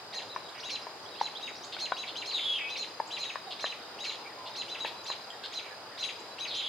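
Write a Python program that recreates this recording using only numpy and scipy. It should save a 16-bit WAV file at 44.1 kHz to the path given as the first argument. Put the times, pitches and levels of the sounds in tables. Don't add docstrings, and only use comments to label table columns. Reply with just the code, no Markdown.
import sys
import numpy as np
from scipy import signal
from scipy.io import wavfile
from scipy.ndimage import uniform_filter1d

SR = 44100
rng = np.random.default_rng(int(sys.argv[2]) if len(sys.argv) > 2 else 0)


def to_wav(s):
    ch = np.atleast_2d(s).T
    pcm = np.round(np.clip(ch, -1, 1) * 32767)
    wavfile.write(sys.argv[1], SR, pcm.astype(np.int16))


def linear_from_db(decibels):
    return 10 ** (np.asarray(decibels, float) / 20)


N = 294588


def evened(x):
    return x / np.sqrt(np.mean(x ** 2) + 1e-20)


def read(points, hz):
    f, value = np.transpose(points)
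    return np.interp(np.log(hz + 1), np.log(f + 1), value)


def add(mix, s, sound, pan_db):
    part = mix[:, round(s * SR):][:, :len(sound)]
    part += sound[:part.shape[1]] * linear_from_db(np.array([[pan_db / 2], [-pan_db / 2]]))


def drift(count, span):
    smooth = uniform_filter1d(rng.standard_normal(count), span)
    return evened(uniform_filter1d(smooth, span))


def angle(hz):
    return 2 * np.pi * (np.cumsum(hz) / SR + rng.random())


def resonate(x, hz, width):
    turn = np.exp(2j * np.pi * hz * np.arange(len(x)) / SR)
    r = np.exp(-np.pi * width / SR)
    smooth = signal.lfilter([(1 - r) ** 2], [1, -2 * r, r * r], x / turn)
    return 2 * (turn * smooth).real


def without_bass(x, order, hz):
    return signal.sosfilt(signal.butter(order, hz, "high", fs=SR, output="sos"), x)


# f/Hz, likeness/-1 to 1
LIKENESS = [(60, 0.99), (150, 0.87), (380, 0.86), (950, 0.78), (2380, 0.35), (5980, -0.56), (15000, 0.11)]
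# f/Hz, level/dB per Hz
HUM_COLOUR = [(30, -45), (50, -62.5), (80, -16.5), (115, -6.5), (165, -11), (420, -0.5), (850, 1),
              (1300, -3.5), (2060, -9), (3400, -10), (5000, -6), (5500, -15.5), (9000, -24), (15500, -33)]
# t/s, level/dB
TRAFFIC_SWELL = [(0.0, -49), (1.41, -48), (2.55, -49.5), (3.12, -48.5), (4.93, -48), (5.41, -49.5),
                 (6.34, -48.5), (6.68, -49)]


def hum():
    frames, hz = N // 512 + 5, np.fft.rfftfreq(2048, 1 / SR)
    a, b, c, d, patches = rng.standard_normal((frames, 1025, 5)).T
    patches = evened(uniform_filter1d(uniform_filter1d(patches, 20, 0), 7, 1))
    same = np.clip(read(LIKENESS, hz), -1, 1)[:, None]
    left = a + 1j * b
    right = same * left + np.sqrt(1 - same ** 2) * (c + 1j * d)
    z = np.array([left, right])
    at, swell_db = np.transpose(TRAFFIC_SWELL)
    swell_db = np.interp(np.arange(frames) * 512 / SR, at, swell_db - swell_db.mean())
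    low_share = 1 / (1 + (hz[:, None] / 2500) ** 2)
    z *= linear_from_db(read(HUM_COLOUR, hz)[:, None] + 0.97 * patches + swell_db * low_share)
    lean_db = np.cos(np.pi * np.minimum(hz / 6000, 1))[:, None]
    z *= linear_from_db(np.array([.5, -.5])[:, None, None] * lean_db)
    noise = signal.istft(z, nperseg=2048, noverlap=1536)[1][:, :N]
    return linear_from_db(-46) * evened(noise)


def scatter(x, decay, shared):
    taps = np.zeros((2, SR))
    at = np.arange(60, SR - 20, 20) + rng.integers(0, 20, (2, (SR - 61) // 20))
    np.put_along_axis(taps, at, rng.choice([-1., 1.], at.shape), 1)
    taps[1] += shared * taps[0]
    hz, t, z = signal.stft(taps, SR, nperseg=256)
    fade = linear_from_db(-60 * t / read(decay, hz)[:, None])
    tail = signal.istft(z * fade, SR, nperseg=256)[1]
    tail = tail / np.linalg.norm(tail, axis=1)[:, None]
    return signal.fftconvolve(x, tail, axes=1)[:, :N]


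# f/Hz, fade/s
TWIG_FADE = [(800, 0.022), (3000, 0.14), (7000, 0.22), (12000, 0.029)]
# f/Hz, fade/s
TREE_FADE = [(500, 0.82), (2500, 0.6), (4000, 0.56), (7000, 0.686), (12000, 0.69)]
# f/Hz, fade/s
TRUNK_FADE = [(1500, 0.038), (4000, 0.042), (9000, 0.068)]


def echoes(near, far, frog, insect):
    twigs = scatter(linear_from_db(-7) * near + linear_from_db(-5.5) * far + linear_from_db(-5) * frog, TWIG_FADE, 0.65)
    sent = linear_from_db(-5) * near + linear_from_db(-4.0) * far + linear_from_db(-14) * frog + linear_from_db(-9) * insect
    trees = scatter(sent, TREE_FADE, 0.75)
    delay_s = 0.03
    late = np.roll(scatter(near, TRUNK_FADE, 0.6), round(delay_s * SR), axis=1)
    trunks = linear_from_db(-14) * late * (np.arange(N) > delay_s * SR)
    return twigs + trees + trunks


def cricket():
    strokes_per_s, first_stroke = 33.876, .66
    u = (first_stroke + strokes_per_s * np.arange(N) / SR + .03 * drift(N, 2000)) % 1
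    gate = np.clip((.29 - abs(u - .47)) / .05, 0, 1)
    hz = 4990 - 270 * np.clip((u - .3) / .45, 0, 1) ** 1.6 + 22 * drift(N, 700)
    level_db = -51 + 1.55 * drift(N, 1500) + 0.53 * drift(N, 200) + 1.38 * np.sin(np.pi * u)
    insect = np.zeros((2, N))
    add(insect, 0, linear_from_db(level_db) * gate * np.sin(angle(hz)), pan_db=2.2)
    return insect


def plop(s, hz, db, t60):
    t = np.arange(0, t60, 1 / SR)
    ring = linear_from_db(-60 * t / t60) * np.sin(2 * np.pi * hz * t)
    snap = linear_from_db(-9.5 - 60 * t / 0.007) * np.sin(2 * np.pi * 2.28 * hz * t)
    return s, linear_from_db(db) * (1 - np.exp(-(t / 0.001) ** 2)) * (ring + snap)


def frog_call(row, sac):
    s, mouth_hz, low_db, mouth_db, high_db = row
    (low_hz, low_t60), (high_hz, high_t60) = sac
    mouth_t60 = max(0.022 * (887 / mouth_hz) ** 2.5, .015)
    return [plop(s, low_hz, low_db, low_t60), plop(s, mouth_hz, mouth_db, mouth_t60),
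            plop(s, high_hz, high_db, high_t60)]


# t/s, mouth ring f/Hz, low ring level/dB, mouth level/dB, high ring level/dB
FROG_PLOPS = [
    (0.3612, 1055, -28, -15.5, -29.5),
    (.867, 964, -28, -25, -36.5),
    (1.212, 872, -31, -11, -32.5),
    (3.0, 887, -20, -13.5, -27.5),
    (3.356, 1090, -27.5, -17.5, -25),
    (3.641, 1150, -19.5, -18, -19.5),
    (4.847, 879, -23.5, -20.5, -24.5),
    (5.10, 1052, -26.5, -20.5, -29.5),
]
SMALL_FROG_PLOPS = [
    (1.7655, 2310, -27, -33, -28),
    (1.9198, 1020, -12, -11, -15),
]
# f/Hz, fade by 60 dB/s
FROG_SAC = [(620, .021), (1780, .018)]
SMALL_FROG_SAC = [(742, .015), (1480, .013)]


def frogs():
    frog = np.zeros((2, N))
    calls = [frog_call(row, FROG_SAC) for row in FROG_PLOPS]
    calls += [frog_call(row, SMALL_FROG_SAC) for row in SMALL_FROG_PLOPS]
    for rings in calls:
        for ring in rings:
            add(frog, *ring, pan_db=3.0)
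    return without_bass(frog, 2, 200)


def chip(s, length, first_hz, last_hz, db, pan_db, rough, bend=1.3):
    u = np.arange(0, 1, 1 / (length * SR))
    glide_hz = first_hz + (last_hz - first_hz) * np.sin(np.pi / 2.2 * u ** bend)
    a = angle(glide_hz * (1 + rough * drift(len(u), 30)))
    flicker_db = 46 * min(length, .12) * drift(len(u), 150)
    return s, np.sqrt(2) * linear_from_db(db + flicker_db) * np.sin(a) * signal.windows.tukey(len(u), .6), pan_db


# t/s, length/s, first f/Hz, last f/Hz, level/dB
RISING_CALLS = [(0.483, 0.017, 3030, 4280, -49.5), (.58, 0.015, 2820, 3050, -55),
                (0.595, 0.016, 2940, 5880, -43.5), (0.605, .011, 5740, 5700, -51),
                (0.701, 0.025, 3600, 6140, -46), (1.04, 0.074, 2813, 4310, -57),
                (1.15, 0.0198, 2370, 3150, -52), (1.143, .027, 3100, 4220, -52),
                (1.179, 0.0326, 4000, 4650, -51.5), (1.33, 0.0188, 2586, 3050, -61),
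                (1.178, .03, 2940, 3740, -52), (1.347, 0.037, 2972, 4220, -43.5),
                (1.635, 0.016, 2810, 4920, -47), (1.936, 0.035, 4225, 4940, -50)]
QUICK_CALLS = [(0.291, 0.036, 3702, 4120, -47.5), (.345, 0.014, 4430, 6030, -55),
               (0.575, 0.029, 5570, 6500, -59), (0.816, 0.025, 4476, 5460, -48.5),
               (1.205, 0.02, 3380, 4720, -49), (1.544, 0.02, 3500, 6140, -51.5),
               (1.563, 0.013, 3680, 6250, -49), (1.621, .038, 5190, 7470, -52.5),
               (1.645, .015, 7350, 8100, -60), (.488, 0.01, 5800, 8030, -63),
               (1.025, 0.037, 6230, 5640, -65), (4.93, .018, 5470, 6660, -65),
               (4.1, .02, 5000, 7330, -53.5), (4.487, .02, 5400, 6450, -64),
               (2.066, 0.019, 2980, 4700, -45), (2.083, 0.019, 4660, 2650, -45)]
# t/s, level/dB, top f/Hz
THIN_CALLS = [
    (3.07, -53, 7800),
    (5.038, -53.5, 7380),
    (5.522, -55, 7350),
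    (6.195, -56, 7870),
]
# t/s, length/s, f/Hz, level/dB
HELD_NOTES = [(0.322, 0.028, 3810, -48), (.365, 0.05, 4080, -56), (0.517, 0.02, 3800, -57.5),
              (0.525, 0.0086, 3790, -51), (.43, 0.055, 3870, -55.5), (3.789, .09, 3750, -64),
              (4.95, 0.085, 4010, -58), (0.651, 0.043, 2755, -50), (1.108, 0.046, 3833, -49.5),
              (1.47, 0.12, 3830, -60), (1.472, 0.032, 6686, -57), (1.599, 0.063, 3780, -59),
              (1.914, 0.048, 3886, -47.5), (3.30, .10, 3818, -58), (3.298, 0.054, 6570, -64),
              (3.459, 0.061, 3812, -56), (3.93, 0.036, 3830, -56), (4.512, .035, 3810, -53),
              (5.14, 0.16, 3995, -64), (5.326, 0.07, 3720, -62), (6.297, 0.056, 4010, -57.5),
              (6.13, 0.174, 4000, -66)]
# t/s, length/s, f/Hz, level/dB
LOW_SLURS = [(0.136, 0.02, 1975, -48), (3.451, 0.076, 788, -49.5), (4.235, 0.056, 2470, -52),
             (4.288, 0.0485, 2000, -54), (4.334, 0.221, 1057, -56), (5.32, .035, 1944, -55),
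             (5.424, 0.029, 1700, -49), (5.643, .035, 2450, -51), (5.697, 0.046, 1815, -54.5),
             (5.757, 0.009, 2660, -56.5), (5.905, 0.067, 1895, -57.5)]


def small_birds(far):
    clear, reedy, hoarse = .008, .012, .06
    calls = [(*row, -3.5, reedy) for row in RISING_CALLS]
    calls += [(*row, .4, reedy) for row in QUICK_CALLS]
    calls += [(s, 0.013, 4670, hz, db, 6.5, clear, .6) for s, db, hz in THIN_CALLS]
    calls += [(s, length, hz, .99 * hz, db, -1.2, clear) for s, length, hz, db in HELD_NOTES]
    calls += [(s, length, hz, .91 * hz, db, -3, hoarse) for s, length, hz, db in LOW_SLURS]
    for call in calls:
        add(far, *chip(*call))


# t/s, ring f/Hz, level/dB, fade by 60 dB/s
BEAK_SNAPS = [
    (5.3032, 3200, -27, .014),
    (6.049, 3500, -29, .008),
    (4.685, 8000, -47, .005),
]


def beak_snaps(far):
    for row in BEAK_SNAPS:
        add(far, *plop(*row), pan_db=-1.5)


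def chuck(s, length, db, throat_hz, pan_db, hz):
    u = np.arange(0, 1, 1 / (length * SR))
    arch = .75 + .3 * np.sin(np.pi * u ** 0.83)
    a = angle(hz * arch * (1 + 0.0447 * drift(len(u), 30)))
    pulses = evened(sum(np.cos(k * a) for k in range(2, 16)))
    drive = pulses + .5 * rng.standard_normal(len(u))
    drive = drive * linear_from_db(4 * drift(len(u), 45))
    voice = resonate(resonate(drive, throat_hz, 2900), throat_hz, 2900)
    voice = voice + linear_from_db(-18.5) * resonate(drive, 1.44 * throat_hz, 3400)
    voice = voice + linear_from_db(-33) * resonate(drive, 3.1 * throat_hz, 4100)
    return s, linear_from_db(db) * evened(voice) * 1.75 * np.sin(np.pi * u ** 0.8) ** 0.9, pan_db


# t/s, length/s, level/dB, throat f/Hz, left over right/dB
HARSH_CHUCKS = [(1.476, 0.039, -53.5, 2320, -0.9), (1.719, 0.038, -44, 3560, .3),
                (1.778, 0.04, -49, 4070, .3), (2.071, 0.042, -47.5, 3500, 0),
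                (3.504, 0.036, -43.5, 3620, 0), (3.652, 0.043, -54, 3500, 2), (4.099, 0.068, -48, 3530, 1),
                (4.454, 0.0362, -47.5, 3600, .3), (4.855, 0.04, -44, 3860, .3),
                (5.123, 0.024, -50.5, 3600, 11), (5.43, 0.042, -44.5, 3780, .3),
                (4.858, .03, -68, 11600, .3), (6.05, .03, -67, 10300, .3), (5.44, 0.026, -59, 3400, .3),
                (.192, .045, -51, 3470, 0.3), (4.619, 0.034, -52, 3300, .3), (4.753, 0.026, -51, 3180, -4),
                (2.832, 0.029, -50, 3500, 2.7), (3.724, .03, -56, 2700, -4),
                (4.047, 0.031, -49.5, 2500, .3), (3.17, 0.022, -59, 2800, 2.13),
                (6.103, 0.028, -60, 3600, .3), (5.588, 0.021, -50, 3570, .3),
                (6.03, 0.032, -52, 3600, 22.5), (6.085, 0.032, -48.5, 3200, 4),
                (6.452, 0.023, -53, 2780, -8)]
DEEP_CHUCKS = [
    (0.546, 0.071, -54, 2180, -5),
    (5.628, 0.1, -58.5, 2180, -9),
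]


def chucks(far):
    for row in HARSH_CHUCKS:
        add(far, *chuck(*row, hz=678))
    for row in DEEP_CHUCKS:
        add(far, *chuck(*row, hz=312))


# t/s, f/Hz, effort level/dB, buzz strength/0-1, tremolo/share
WHISTLE_SHAPE = [(0, 4753, -7, 0.9, -.1), (.035, 4010, -0.5, 0.7, -0.46), (.078, 3485, 0.5, 0.87, 0.061),
                 (.241, 3305, 0.6, 0.99, -0.083), (0.259, 3170, 0, 0.95, 0.22), (.283, 2830, -4, 1, -0.87),
                 (.305, 2570, -6, 1.0, -1.05), (.35, 2527, -2.5, 0.26, -0.43), (.435, 2580, -13, .04, 0.28)]


def whistle(s, db, buzz_depth, stretch):
    at, *columns = np.transpose(WHISTLE_SHAPE)
    at = at * stretch
    t = np.arange(0, at[-1], 1 / SR)
    hz, effort_db, strength, tremolo = (np.interp(t, at, c) for c in columns)
    buzz_hz = 328 - 110 * t - 4500 * np.maximum(t - .34, 0)
    rasp = buzz_depth ** 2
    buzz = angle(np.maximum(buzz_hz, 20) * (1 + .065 * rasp * drift(len(t), 40)))
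    shake = buzz_depth * strength * (1 + .25 * drift(len(t), 300))
    a = angle(hz * (1 + .016 * rasp * strength * drift(len(t), 18)))
    bright = np.minimum(t / 0.053, 1) * np.minimum(strength, 1)
    tone = 0
    for k, part_db in enumerate([0, -28.5, -33.0, -41]):
        wobble = (1 + 0.62 * k) * shake * np.sin(buzz)
        tone = tone + linear_from_db(part_db) * bright ** k * np.sin((k + 1) * a + wobble)
    flutter = linear_from_db(db + effort_db + 0.4 * drift(len(t), 300)) * (1 + tremolo * np.cos(buzz))
    flutter = flutter * (1 + .36 * rasp * strength * drift(len(t), 22))
    return s, np.sqrt(2) * flutter * tone * signal.windows.tukey(len(t), .04)


# t/s, level/dB, buzz depth/rad, stretch/times
FALLING_WHISTLES = [
    (2.308, -35, 0.8, 1.0),
    (6.466, -39.5, 1.19, 1.15),
]


def whistles(near):
    for row in FALLING_WHISTLES:
        add(near, *whistle(*row), pan_db=0.2)


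# t from its end/s, lower voice/share of held f, upper voice/share of held f
ALARM_DROP = [(.002, 1, .99), (.005, .76, .988), (.015, .61, .985), (.03, .36, .985)]


def robin(row, colour, sweep, sag, effort, gap_db, sum_db, octave_db, rasp):
    s, hold, low_hz, up_hz, db = row
    upper_db, sweep_db = colour
    at, *pitch = np.transpose(sweep + [(hold + r[0], *r[1:]) for r in ALARM_DROP])
    t = np.arange(at[0], at[-1], 1 / SR)
    curves = (*pitch, *np.transpose(effort))
    low, up, low_rel, up_rel = (uniform_filter1d(np.interp(t, at, c), size=90) for c in curves)
    held = np.clip(np.minimum(t, hold - t) / 0.012 + .5, 0, 1)
    early_db = sweep_db * np.clip(-t / .006, 0, 1)
    low_rel, up_rel = low_rel + early_db, up_rel + upper_db + early_db
    grit = 1 + .3 * (1 - held) * drift(len(t), 24)
    shake = 1 + (.002 + rasp * (1 - held)) * drift(len(t), 20)
    a = angle(low_hz * low * (1 - sag * np.clip(t / hold, 0, 1)) * shake)
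    b = angle(up_hz * up * np.sqrt(shake))
    difference = held * linear_from_db(gap_db) * np.sin(b - a)
    total = (0.37 + 0.49 * held) * linear_from_db(sum_db + 2.7 * drift(len(t), 40)) * np.sin(a + b)
    overtone_level = linear_from_db(octave_db - 380 * np.maximum(t, 0) - low_rel)
    overtones = overtone_level * (np.sin(2 * a) + .5 * np.sin(3 * a))
    lower = linear_from_db(db + low_rel + 1.37 * drift(len(t), 60)) * (np.sin(a) + overtones)
    upper = linear_from_db(db + up_rel + 2.0 * drift(len(t), 60)) * (np.sin(b) + difference + total)
    return s + at[0], np.sqrt(2) * grit * (lower + upper) * signal.windows.tukey(len(t), .1)


# t/s, held length/s, lower voice f/Hz, upper voice f/Hz, level/dB
RIGHT_ALARMS = [(0.153, 0.03, 4290, 6800, -37.5), (0.714, 0.0404, 4287, 6650, -36.5),
                (1.226, 0.0372, 4236, 6700, -37.5), (1.811, 0.042, 4343, 6670, -34),
                (2.273, 0.033, 4313, 6910, -36.5), (2.785, 0.041, 4286, 6700, -35.5),
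                (3.198, 0.037, 4260, 6740, -35.5), (3.617, 0.039, 4227, 6710, -37),
                (4.061, 0.035, 4287, 6820, -35.5), (4.575, 0.037, 4283, 6690, -36),
                (5.08, 0.035, 4260, 6720, -35.5), (5.55, 0.0359, 4184, 6498, -36.5),
                (6.002, 0.036, 4190, 6680, -36), (6.561, 0.0378, 4260, 6697, -38)]
LEFT_ALARMS = [(0.655, 0.038, 3930, 6720, -41.5), (1.43, 0.038, 3870, 6600, -39.5),
               (1.99, 0.036, 4010, 6680, -40.5), (2.179, 0.035, 4125, 6860, -39.5),
               (2.345, 0.033, 3920, 6700, -40), (2.709, 0.038, 4034, 6530, -42),
               (3.129, 0.033, 4020, 6960, -39.5), (3.255, 0.039, 3865, 6600, -40),
               (3.68, 0.034, 4066, 6680, -42), (4.01, 0.035, 3945, 6770, -41),
               (4.705, 0.039, 4036, 6610, -41.5), (4.805, 0.041, 3950, 6695, -37.5),
               (6.05, 0.031, 3996, 6735, -39), (6.408, 0.039, 3967, 6420, -37.5)]
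# upper voice level/dB, sweep level/dB
RIGHT_CHANGES = [(1.5, -0.5), (0, 1.5), (0, 0), (0.5, -1), (0.5, -0.5), (1, 2), (0, 0), (0, 1), (0, 0.5),
                 (1, 0), (-0.5, 0), (0.5, 0), (0, -0.5), (2.5, 1.5)]
LEFT_CHANGES = [(1.5, 1), (-0.5, -7), (1.5, 1.5), (-1.5, 2), (3, -20), (-1, 3), (-2, 2), (-1, -2.5),
                (-3, 4), (1, -3), (-1, 0.5), (-1.5, -5), (0.5, 2.5), (3, -3.5)]
# t from its start/s, lower voice/share of held f, upper voice/share of held f
RIGHT_RISE = [(-.03, .36, .5), (-.015, .66, .63), (-.008, .86, .86), (.003, 1, .955), (.012, 1, 1.018)]
LEFT_RISE = [(-.03, .5, .42), (-.02, .71, .62), (-.01, .88, .89), (.001, 1, .97), (.012, 1, 1.008)]
# lower voice level/dB, upper voice level/dB
RIGHT_PUSH = [(-19, -14), (-10.5, -8), (-9, -12), (-5, -19), (-2.5, -19.5), (-1, -22), (-4.5, -38.5),
              (-10, -36), (-18.5, -53)]
LEFT_PUSH = [(-20, -36), (-2.5, -12), (-5.5, -12), (-1, -18), (-1.8, -19), (-4.5, -22), (0, -20.5),
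             (0, -35), (-24, -58)]


def robins(near):
    for row, change in zip(RIGHT_ALARMS, RIGHT_CHANGES):
        call = robin(row, change, RIGHT_RISE, .075, RIGHT_PUSH,
                     gap_db=-3, sum_db=-15.5, octave_db=-29.5, rasp=0.033)
        add(near, *call, pan_db=-0.5)
    for row, change in zip(LEFT_ALARMS, LEFT_CHANGES):
        call = robin(row, change, LEFT_RISE, .028, LEFT_PUSH,
                     gap_db=2.5, sum_db=-12.0, octave_db=-30.0, rasp=0.042)
        add(near, *call, pan_db=1.0)


def scene():
    insect, frog = cricket(), frogs()
    near, far = np.zeros((2, 2, N))
    small_birds(far)
    beak_snaps(far)
    chucks(far)
    whistles(near)
    robins(near)
    near = without_bass(near, 2, 700)
    return hum() + echoes(near, far, frog, insect) + insect + frog + far + near


def top_cut(x):
    return signal.sosfilt(signal.butter(12, 15660, fs=SR, output="sos"), x)


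def record(dry):
    mix = without_bass(dry, 1, 30)
    return top_cut(mix)


dry = scene()
out = record(dry)
to_wav(out)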